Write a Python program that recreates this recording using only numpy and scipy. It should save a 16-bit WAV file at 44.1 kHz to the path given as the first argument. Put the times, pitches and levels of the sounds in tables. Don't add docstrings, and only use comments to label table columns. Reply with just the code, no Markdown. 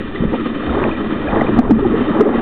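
import sys
import numpy as np
from scipy import signal
from scipy.fft import rfft, irfft
from scipy.io import wavfile
from scipy.ndimage import uniform_filter1d

SR = 44100
rng = np.random.default_rng(int(sys.argv[2]) if len(sys.argv) > 2 else 0)


def wav_out(sig):
    wavfile.write(sys.argv[1], SR, np.round(np.clip(np.atleast_2d(sig).T, -1, 1) * 32767).astype(np.int16))


def field_ratio(decibels):
    return 10 ** (np.asarray(decibels, dtype=float) / 20)


N = 106589


def evened(x):
    return x / np.sqrt(np.mean(x ** 2) + 1e-20)


def read_spectrum(points, hz):
    f, level = np.transpose(points)
    return np.interp(np.log(hz + 1), np.log(f + 1), level)


def blip(length, hz, peak_at, glide, sharp):
    u = np.arange(0, 2 * length, 1 / SR) / length
    swell = (u / peak_at * np.exp(1 - u / peak_at)) ** sharp
    fade = np.cos(np.pi * u / 4) ** 2
    pitch = hz * (1 + glide * (u - peak_at))
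    return swell * fade * np.sin(2 * np.pi * np.cumsum(pitch) / SR)


def add(mix, start, sound):
    part = mix[round(start * SR):][:len(sound)]
    part += sound[:len(part)]


def blips(rows, peak_at, glide, sharp):
    out = np.zeros(N)
    for start, length, hz, db in rows:
        add(out, start, field_ratio(db) * blip(length, hz, peak_at, glide, sharp))
    return out


# [t/s, flow pressure level/dB, bubble churn level/dB, camera sway level/dB]
FLOW = [(0, -26, -45, -34.5), (.17, -28.5, -38, -37), (.24, -22, -34.5, -27.5), (.3, -23, -42, -29.5),
        (.345, -23.5, -26, -35), (.39, -24.5, -44, -35.5), (.62, -24, -35.5, -36.5), (.78, -26.5, -26, -29),
        (0.849, -24.5, -26, -27.5), (.97, -22.5, -37, -34.5), (1.21, -23.5, -35, -31),
        (1.37, -22, -22, -28), (1.54, -21, -32, -26), (1.631, -13.5, -23.5, -20), (1.78, -16.5, -33.5, -21),
        (2.061, -21, -30.5, -34), (2.24, -11, -25, -34), (2.41, -21, -29.5, -32)]


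def flow_db(t, column):
    rows = np.array(FLOW)
    return np.interp(t, rows[:, 0], rows[:, column] - np.median(rows[:, column]))


# [f/Hz, width/Hz, level/dB]
HOUSING_MODES = [(226, 55.3, 3.5), (300, 76, 1.5), (394.2, 72, -3), (519.5, 120, -13), (1210, 280, -14),
                 (1315, 66, -17.5), (1764, 420, -19.5), (1915, 160, -19.5), (2414, 140, -23),
                 (2725, 900, -29.5), (3091, 120, -24.5), (3602, 244, -27.5), (4170, 180, -49)]
# [f/Hz, level/dB]
BROAD_SHAKING = [(20, -4.5), (60, -8), (130, -7), (700, -29), (1500, -31.5), (2200, -46), (3300, -32.5),
                 (4400, -67)]


def housing_gain(hz):
    power = field_ratio(read_spectrum(BROAD_SHAKING, hz)) ** 2
    for f, width, db in HOUSING_MODES:
        power += field_ratio(db) ** 2 / (1 + (2 * (hz - f) / width) ** 2) ** 2
    return np.sqrt(power)


def rush():
    hop, size = 256, 1024
    frames, hz = N // hop + 5, np.fft.rfftfreq(size, 1 / SR)
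    t = np.arange(frames) * hop / SR
    real, imag, patches = rng.standard_normal((frames, 513, 3)).T
    patches = uniform_filter1d(patches, size=8, axis=0)
    patches = evened(uniform_filter1d(patches, size=7, axis=1))
    flicker = evened(uniform_filter1d(rng.standard_normal(frames), size=3))

    split_hz, rumble_hz = 1500, 163
    hiss = (1 / (1 + (split_hz / (hz + 1)) ** 4))[:, None]
    rumble = (1 / (1 + (hz / rumble_hz) ** 6))[:, None]
    pressure, bubbling, sway = [flow_db(t, column) for column in (1, 2, 3)]
    level_db = (1 - hiss - rumble) * pressure
    level_db += rumble * 1.2 * sway
    level_db += hiss * (0.18 * bubbling - 0.096 * pressure)
    level_db += (1 - rumble) * (1 * patches - 1.9 * flicker)

    spectrum = (real + 1j * imag) * field_ratio(level_db)
    push = signal.istft(spectrum, nperseg=size, noverlap=size - hop)[1][:N]
    gain = housing_gain(np.fft.rfftfreq(N, 1 / SR))
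    return field_ratio(-15.5) * evened(irfft(rfft(push) * gain, N))


# [f/Hz, level/dB]
BUBBLES = [(260, -10), (400, -1.5), (700, -1.5), (1100, -5.5), (1500, -10), (2000, -14)]


def churn():
    per_s, spread_db, cycles = 1600, 2, 6.74
    strength = field_ratio(spread_db * np.minimum(rng.exponential(1, N), 5))
    strength = strength * (rng.random(N) < per_s / SR)
    kind, out = rng.integers(0, 24, N), np.zeros(N)
    for k, hz in enumerate(np.geomspace(BUBBLES[0][0], BUBBLES[-1][0], num=24)):
        level = field_ratio(read_spectrum(BUBBLES, hz)) * np.sqrt(hz)
        grain = level * blip(cycles / hz, hz, peak_at=0.32, glide=0.088, sharp=1.7)
        out += signal.oaconvolve(strength * (kind == k), grain)[:N]
    return field_ratio(-28 + 1.3 * flow_db(np.arange(N) / SR, 2)) * evened(out)


# [t/s, length/s, f/Hz, peak level/dB]
TICKS = [(.159, .01, 1920, -20), (.236, .014, 510, -13), (.342, .01, 912, -18), (.624, .004, 1450, -20),
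         (.694, .009, 1350, -19), (.748, .008, 950, -18), (.803, .006, 1150, -17), (.83, .008, 1040, -16),
         (.8395, .0035, 2450, -14), (.84, .0035, 1650, -14), (.879, .012, 360, -12),
         (.913, .008, 2470, -22), (.95, .015, 2380, -28), (1.272, .012, 1650, -20),
         (1.284, .014, 2420, -24), (1.33, .005, 1180, -13), (1.358, .006, 1900, -18),
         (1.378, .008, 1860, -18), (1.41, .008, 1960, -13), (1.4145, .008, 700, -8), (1.445, .01, 480, -11),
         (1.467, .008, 2400, -22), (1.645, .014, 480, -11), (1.79, .012, 850, -15), (1.79, .01, 470, -10),
         (1.848, .018, 800, -14), (2.253, .008, 700, -11), (2.262, .03, 550, -11), (2.276, .016, 300, -8)]


def ticks():
    return blips(TICKS, peak_at=0.26, glide=0.037, sharp=1.2)


# [t/s, f/Hz, peak level/dB, t60/s]
KNOCKS = [
    (1.716, 222, 6.5, .2),
    (1.3, 290, -10, 0.11),
]


def knocks():
    rise_s = 0.0019
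    out, t = np.zeros(N), np.arange(0, .15, 1 / SR)
    for start, hz, db, t60 in KNOCKS:
        blow = 1 - np.exp(-t / rise_s)
        decay_db = 60 * t / t60 + 34 * (t / 0.29) ** 4
        add(out, start, blow * field_ratio(db - decay_db) * np.sin(2 * np.pi * hz * t))
    return out


# [t/s, length/s, f/Hz, peak level/dB]
GULPS = [(.204, 0.012, 179, -8), (.221, 0.0092, 227, -5.5), (.234, 0.013, 332, -12.5),
         (.251, 0.01, 210, -6.5), (.26, .05, 32.4, -18.5), (.315, 0.013, 336, -17),
         (.337, 0.0071, 462, -13), (.672, 0.11, 69.2, -18.5), (.703, 0.0053, 258, -9),
         (.765, 0.016, 368, -7), (.783, 0.011, 420, -17), (.818, .013, 376, -7), (1.329, 0.01, 232, -8),
         (1.381, 0.01, 290, -15), (1.4135, 0.015, 223, -9.5), (1.49, .026, 356.4, -11),
         (1.52, .045, 300, -15.5), (1.5865, .021, 237.7, 10), (1.695, 0.012, 399, -3),
         (1.7062, .012, 277, 9), (1.365, 0.013, 322, -10), (1.822, 0.025, 393, -5),
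         (1.849, 0.028, 351, -4.5), (1.938, 0.018, 428, -5.5), (2.004, 0.04, 243, -10),
         (2.164, 0.023, 304.7, -9.5), (2.2058, .019, 416, 6), (2.225, .014, 300, -1.5),
         (2.25, 0.032, 403, -2), (2.375, 0.023, 227.4, -5.5)]


def gulps():
    return blips(GULPS, peak_at=0.32, glide=0.099, sharp=1.1)


def scene():
    water_limit = .85
    water = water_limit * np.tanh((rush() + churn()) / water_limit)
    return (water + gulps() + ticks() + knocks())[None]


def roll_off(x):
    return signal.sosfilt(signal.butter(12, 15830, fs=SR, output="sos"), x)


def record(dry):
    edge_hz, knee_db, squeeze, recover_db_per_s = 4380, -13, 0.52, 100
    band = signal.firwin(1023, edge_hz, window=("kaiser", 11), fs=SR)
    x = signal.oaconvolve(dry, band[None], "same")

    power = uniform_filter1d(x[0] ** 2, size=500, origin=249)
    power_db = 10 * np.log10(abs(power) + 1e-12)
    fall = np.arange(N) * recover_db_per_s / SR
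    held_db = np.maximum.accumulate(power_db + fall) - fall
    over_db = np.maximum(held_db - knee_db, 0)
    x = x / field_ratio(squeeze * uniform_filter1d(over_db, size=500, origin=249))

    rail, middle, offset, hardness = .692, .0185, -.022, 40
    swing = (x + offset - middle) / rail
    mix = middle + rail * swing / (1 + abs(swing) ** hardness) ** (1 / hardness)
    return roll_off(mix)


dry = scene()
out = record(dry)
wav_out(out)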